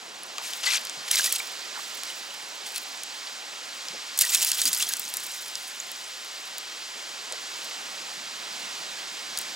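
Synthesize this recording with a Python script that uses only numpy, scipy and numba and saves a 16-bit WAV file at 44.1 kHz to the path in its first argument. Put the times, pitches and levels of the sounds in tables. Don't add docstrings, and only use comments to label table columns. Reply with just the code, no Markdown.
import sys
import numpy as np
from scipy import signal
from scipy.fft import rfft, irfft, next_fast_len
from scipy.io import wavfile
from numba import njit

SR = 44100
rng = np.random.default_rng(int(sys.argv[2]) if len(sys.argv) > 2 else 0)


def log_audio(samples):
    frames = np.atleast_2d(samples).T
    limited = np.clip(frames, -1, 1)
    pcm = np.round(limited * 32767).astype(np.int16)
    wavfile.write(sys.argv[1], SR, pcm)


N = 421155

# t/s, fish/dB, foam hiss/dB
BALANCE = [(0, 2, -3), (.7, 3.5, -1.5), (1.2, -.8, -2.5), (1.7, -1, -4.5), (3.3, 1.5, -2.5),
           (4.3, -1, -1.5), (6.8, -1.5, -1.3), (8.6, 3, -3), (9.5, 1, -2.2)]


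def from_db(db):
    return 10 ** (np.asarray(db) / 20)


def unit_rms(x):
    return x / np.sqrt(np.mean(x ** 2) + 1e-20)


def in_time(rows):
    times_s, *columns = np.transpose(rows)
    return [np.interp(np.arange(N) / SR, times_s, column) for column in columns]


def at_hz(rows, hz):
    knots_hz, values = np.transpose(rows)
    return np.interp(np.log(np.maximum(hz, 1)), np.log(knots_hz), values)


def drift(rate_hz):
    hop, settle = 40, 2000
    pole = np.exp(-2 * np.pi * rate_hz * hop / SR)
    white = rng.standard_normal(N // hop + settle + 2)
    slow = signal.lfilter([1], [1, -2 * pole, pole * pole], white)[settle:]
    return np.interp(np.arange(N) / hop, np.arange(len(slow)), unit_rms(slow))


def envelope(start_s, hold_s, level_db, rise_db_per_s, fall_db_per_s):
    t = np.arange(N) / SR - start_s
    down_db = rise_db_per_s * np.maximum(-t, 0) + fall_db_per_s * np.maximum(t - hold_s, 0)
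    return from_db(level_db - np.minimum(down_db, 200))


def high_pass(x, hz, order=2):
    return signal.sosfilt(signal.butter(order, hz, "high", fs=SR, output="sos"), x + 1e-18)


def low_pass(x, hz, order=2):
    return signal.sosfilt(signal.butter(order, hz, fs=SR, output="sos"), x)


def add(out, start_s, sound):
    i = max(0, round(start_s * SR))
    out[i:i + len(sound)] += sound[:max(0, N - i)]


def with_energy(burst, level_db, length_s):
    return burst * from_db(level_db) * np.sqrt(length_s * SR / (np.sum(burst ** 2) + 1e-20))


def panned(x, pan_db, top_hz=11000):
    low = signal.sosfiltfilt(signal.butter(3, top_hz, fs=SR, output="sos"), x)
    return x - low + low * from_db(pan_db * np.array([[.5], [-.5]]))


@njit
def ring_bubbles(n, start_s, height, hz, decay_s, rise):
    out = np.zeros(n)
    for k in range(len(start_s)):
        first, life, phase = int(start_s[k] * SR), decay_s[k] * SR, 0.
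        for i in range(min(int(6 * life), n - first)):
            pitch_hz = hz[k] * (1 + rise * i / life)
            if pitch_hz > .45 * SR:
                break
            phase += 2 * np.pi * pitch_hz / SR
            out[first + i] += height[k] * np.exp(-i / life) * np.sin(phase)
    return out


def cloud(n, start_s, hz, octaves, cycles, size_db, rise):
    pitch, size, damping, sign = rng.standard_normal((4, len(start_s)))
    pitch_hz = np.clip(hz * 2 ** (octaves * pitch), hz / 5, .4 * SR)
    height = from_db(size_db * np.minimum(size, 2)) * np.sign(sign) * np.sqrt(pitch_hz / hz)
    decay_s = cycles * from_db(3 * damping) / pitch_hz
    return ring_bubbles(n, np.maximum(start_s, 0), height, pitch_hz, decay_s, rise)


def random_times(count):
    return rng.random(count) * N / SR


def surf_noise(spectrum, flicker_db):
    # f/Hz, coherence/0-1
    coherence = [(150, 0.93), (600, 0.94), (1200, 1), (2400, 0.75), (4000, 1), (10000, 0.84), (14000, 0.95)]
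    out, edges_hz = 0, 30 * 2 ** np.arange(0, 9.6, .5)
    white = rng.standard_normal((2, 2, N))
    for k, band_hz in enumerate(zip(edges_hz, edges_hz[1:])):
        hz = np.sqrt(np.prod(band_hz))
        if spectrum[0][0] / 2 < hz < spectrum[-1][0] * 2:
            band = signal.butter(2, band_hz, "band", fs=SR, output="sos")
            mid, side = signal.sosfilt(band, white[k % 2])
            alike = at_hz(coherence, hz)
            gain = from_db(at_hz(spectrum, hz) + flicker_db * drift(rate_hz=22.5))
            out = out + gain * (np.sqrt(1 + alike) * mid + np.sqrt(1 - alike) * side * [[1], [-1]])
    return unit_rms(out)


def surf():
    # t/s, roar/dB, hiss/dB
    levels = [(0.0, -50, -45), (0.3, -49, -43), (0.45, -50.5, -39.5), (1.05, -49, -39.5),
              (2.1, -49.6, -39.5), (2.25, -50, -41.5), (3.3, -51.0, -39.5), (3.45, -50, -41),
              (3.9, -51.0, -39), (5.7, -52.5, -40.5), (7.2, -50.5, -39.5), (7.65, -48.5, -38),
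              (8.4, -49.8, -39.5), (8.55, -47.5, -37.5), (9.15, -50, -38.5), (9.55, -48.5, -37.5)]
    # f/Hz, level/dB
    roar_spectrum = [(30, -36), (60, -34), (110, -17), (165, -14.5), (300, -2), (500, 0), (900, 5.5),
                     (1300, -1), (2000, 0), (4000, -14.5)]
    hiss_spectrum = [(600, -22), (1200, -2), (2000, -1.5), (4200, 2), (6200, -2), (8300, -5.5),
                     (10000, -12), (13500, -29), (16000, -10)]
    roar_db, hiss_db = in_time(levels)
    _, pan_db = in_time(BALANCE)
    roar = from_db(roar_db + 3.5) * surf_noise(roar_spectrum, flicker_db=1.02)
    hiss = from_db(hiss_db + 2.5) * surf_noise(hiss_spectrum, flicker_db=.66)
    return roar + panned(low_pass(hiss, hz=10400, order=1), pan_db)


def lapping():
    # t/s, relative level/dB
    crests = [(0, -57.5), (2.3, -63), (4.95, -58), (8.1, -57), (8.8, -56.5), (9.5, -57)]
    slope_db_per_s = 13
    swell = np.max([envelope(t, 0, db, slope_db_per_s, slope_db_per_s) for t, db in crests], axis=0)
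    pockets = cloud(N, random_times(1200), hz=217, octaves=.423, cycles=1.6, size_db=1.5, rise=.022)
    return from_db(-5) * swell * unit_rms(high_pass(pockets, hz=144, order=4))


def plinks():
    # t/s, peak/dB, f/Hz, decay to 1/e in cycles
    bubbles = [(.234, -24, 10500, 11), (.384, -25, 1210, 3.4), (0.663, -18, 4400, 34), (.67, -22, 2000, 45),
               (.752, -21, 2380, 11), (1.11, -15, 3120, 4.6), (1.149, -17, 2130, 4),
               (1.169, -12, 3800, 3.7), (1.196, -15.5, 1600, 6), (1.402, -21, 2280, 11),
               (1.775, -33, 950, 4.6), (2.102, -25, 3000, 10), (2.307, -30, 2870, 10),
               (2.766, -30, 4200, 23), (3.271, -26, 4600, 11), (4.243, -23, 1870, 13),
               (4.659, -15.5, 4680, 28), (4.804, -19, 2780, 8), (4.83, -18, 3340, 9), (5.555, -20, 5630, 8),
               (5.801, -19.5, 6750, 16), (9.374, -21.5, 4660, 13)]
    start_s, peak_db, hz, cycles = np.transpose(bubbles)
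    return high_pass(ring_bubbles(N, start_s, from_db(peak_db), hz, cycles / hz, rise=.018), hz=606)


def slaps():
    # t/s, level/dB, bubble f/Hz
    impacts = [(.382, -28.5, 3320), (.534, -30, 3560), (.851, -32.5, 5900), (.87, -32, 4440),
               (0.896, -30, 4500), (1.112, -15, 6600), (1.156, -19, 7200), (1.243, -24, 6440),
               (1.324, -17, 8850), (1.361, -28, 5800), (2.034, -30, 4230), (2.76, -28.5, 8000),
               (2.78, -30, 6900), (3.034, -31.5, 7200), (3.884, -29.5, 4040), (4.175, -23.5, 8600),
               (4.189, -14.5, 10100), (4.21, -14, 8300), (4.218, -14, 7540), (4.25, -25, 8000),
               (4.347, -13, 6500), (4.426, -20.5, 6900), (4.447, -18, 8700), (4.516, -17, 5900),
               (4.616, -18, 6600), (4.654, -18, 6800), (4.676, -22, 8300), (4.73, -16.5, 7600),
               (4.747, -23, 7740), (4.824, -19.5, 6170), (4.889, -24, 9900), (4.936, -21.5, 6430),
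               (4.968, -29.5, 9000), (4.995, -24.5, 9900), (5.139, -26.5, 7700), (5.169, -23.5, 7400),
               (5.265, -30, 12000), (5.554, -30, 6800), (5.916, -33, 11700), (6.582, -30.5, 10100),
               (7.323, -29.5, 5850), (9.374, -27, 6640), (9.387, -26, 8050), (9.413, -29.5, 8400)]
    out, n = np.zeros(N), SR // 10
    for start_s, level_db, hz in impacts:
        weight = from_db((level_db + 25) * .42)
        crack_s = rng.random(6) * .00037 * weight
        crack = cloud(n, crack_s, hz * 1.24, octaves=.47, cycles=1.34, size_db=-5.5, rise=.04)
        crowd_s = rng.exponential(.0012, 20) * weight
        crowd = cloud(n, crowd_s, hz, octaves=.544, cycles=3.1, size_db=1.5, rise=.12)
        cavity_s = rng.random(6) * .007
        cavity = cloud(n, cavity_s, hz * .277, octaves=.337, cycles=2, size_db=4, rise=.045)
        splash = from_db(1) * unit_rms(crack) + weight * unit_rms(crowd)
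        burst = unit_rms(high_pass(splash, hz * .33, order=3))
        burst += from_db(-18) * unit_rms(high_pass(cavity, hz * .16, order=3))
        add(out, start_s + .0005, with_energy(burst, level_db, length_s=.0049))
    return out


def gulps():
    # t/s, length/s, relative level/dB, f/Hz
    pockets = [(0.387, .035, -40.5, 900), (0.659, .11, -45, 1140), (.965, 0.047, -53, 176),
               (1.755, 0.042, -36, 1330), (3.898, 0.08, -54, 186), (3.926, 0.035, -41.5, 514),
               (4.416, .021, -40, 850), (4.638, .06, -46, 245), (7.315, .029, -37.5, 665)]
    out = np.zeros(N)
    for start_s, length_s, level_db, hz in pockets:
        burst = cloud(SR // 2, length_s * rng.random(16), hz, octaves=.38, cycles=1.7, size_db=3, rise=.02)
        add(out, start_s, with_energy(high_pass(burst, hz * .71, order=4), level_db - 3.5, length_s))
    return out


def sheets():
    # t/s, length/s, level/dB, bubble f/Hz
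    throws = [(0.418, 0.061, -41.5, 5200), (0.631, 0.016, -27.5, 3800), (0.652, 0.055, -27, 3880),
              (0.701, 0.078, -25, 4440), (1.077, .012, -32, 4800), (1.124, .034, -26.5, 5200),
              (1.17, .032, -23.5, 5350), (1.231, .045, -25, 5900), (1.347, 0.02, -28, 5740),
              (2.055, 0.051, -40, 3680), (2.657, .016, -36.5, 5190), (2.744, .04, -35.5, 5350),
              (4.203, 0.023, -25, 8150), (4.325, .034, -23, 6500), (4.416, 0.023, -23, 7100),
              (4.457, .04, -27.5, 7800), (4.564, 0.045, -32.5, 6000), (4.63, .017, -29, 8100),
              (4.658, 0.036, -25, 6500), (4.798, .05, -29, 5830), (4.917, 0.021, -31.5, 6500)]
    out = np.zeros(N)
    for start_s, length_s, level_db, hz in throws:
        born_s = length_s * (.75 * rng.random(400) + .4 * rng.random(400) - .06)
        burst = cloud(SR // 5, born_s, hz, octaves=.7, cycles=3.4, size_db=3.5, rise=.03)
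        burst = high_pass(burst, hz * .21, order=3)
        burst = low_pass(burst, min(hz * 2.7, .42 * SR))
        add(out, start_s, with_energy(burst, level_db, length_s))
    return out


def spray():
    # t/s, length/s, relative level/dB, fizz fall/(dB/s), droplets re level/dB
    bouts = [(.44, 0.2, -41, 150, -17), (0.66, 0.064, -31.5, 200, -12), (1.112, .23, -31.5, 90, -14),
             (1.776, .25, -46.5, 17, -9.5), (2.663, 0.066, -43.5, 55, -7.5), (4.209, .42, -28.5, 27, -8.5),
             (5.136, 0.042, -38.5, 18.5, -7.5), (7.52, 0.072, -47, 59, -9), (9.373, .03, -44, 100, -8)]
    rise_db_per_s, droplet_fall_share = 380, .48
    drip_db = -63
    stirred, falling = 0, from_db(drip_db)
    for start_s, length_s, level_db, fall_db_per_s, drops_db in bouts:
        bout = envelope(start_s, length_s, level_db, rise_db_per_s, fall_db_per_s)
        shower = envelope(start_s, length_s, level_db + drops_db,
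                          rise_db_per_s, fall_db_per_s * droplet_fall_share)
        stirred, falling = np.maximum(stirred, bout), np.maximum(falling, shower)
    fizz = cloud(N, random_times(40000), hz=6950, octaves=.71, cycles=2.9, size_db=.5, rise=.026)
    drops = cloud(N, random_times(2400), hz=9200, octaves=.45, cycles=1.8, size_db=6.5, rise=.04)
    rings = cloud(N, random_times(3000), hz=5400, octaves=.7, cycles=9, size_db=4.5, rise=.03)
    churn = cloud(N, random_times(2000), hz=1396, octaves=.517, cycles=4.5, size_db=1.5, rise=.052)
    bubbles = from_db(-2.5) * unit_rms(high_pass(fizz, hz=1030, order=3))
    bubbles += from_db(-5) * unit_rms(high_pass(rings, hz=800))
    bubbles += from_db(-22.5) * unit_rms(high_pass(churn, hz=650, order=3))
    droplets = unit_rms(high_pass(drops, hz=3200))
    clumps = from_db(2.5 * drift(rate_hz=37))
    return (stirred * bubbles + falling * droplets) * clumps


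def ports(x):
    # f/Hz, phase/rad
    phase_lead = [(30, .1), (150, 0.73), (300, 0.8), (600, 1.11), (1200, 1.41), (2200, 1.07), (4000, 0.87),
                  (6500, 0.44), (10000, 0), (16000, 0)]
    n = next_fast_len(N + SR // 10)
    lead_rad = at_hz(phase_lead, np.arange(n // 2 + 1) * SR / n)
    shift = np.exp(.5j * lead_rad * np.array([[-1], [1]]))
    return irfft(rfft(x, n) * shift, n)[:, :N]


def scene():
    pan_db, _ = in_time(BALANCE)
    fish = spray() + sheets() + slaps() + plinks()
    return ports(panned(fish, pan_db) + gulps() + lapping() + surf())


def record(dry):
    # f/Hz, width/Hz, share added
    resonances = [(8160, 680, 0.37), (8770, 340, -0.87), (12100, 950, -0.55), (13500, 1200, 0.12)]
    cutoff_hz = 15750
    for hz, width_hz, share in resonances:
        b, a = signal.iirpeak(hz, hz / width_hz, fs=SR)
        dry = dry + share * signal.lfilter(b, a, dry)
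    return signal.sosfilt(signal.ellip(10, .1, 70, cutoff_hz, fs=SR, output="sos"), dry)


dry = scene()
out = record(dry)
log_audio(out)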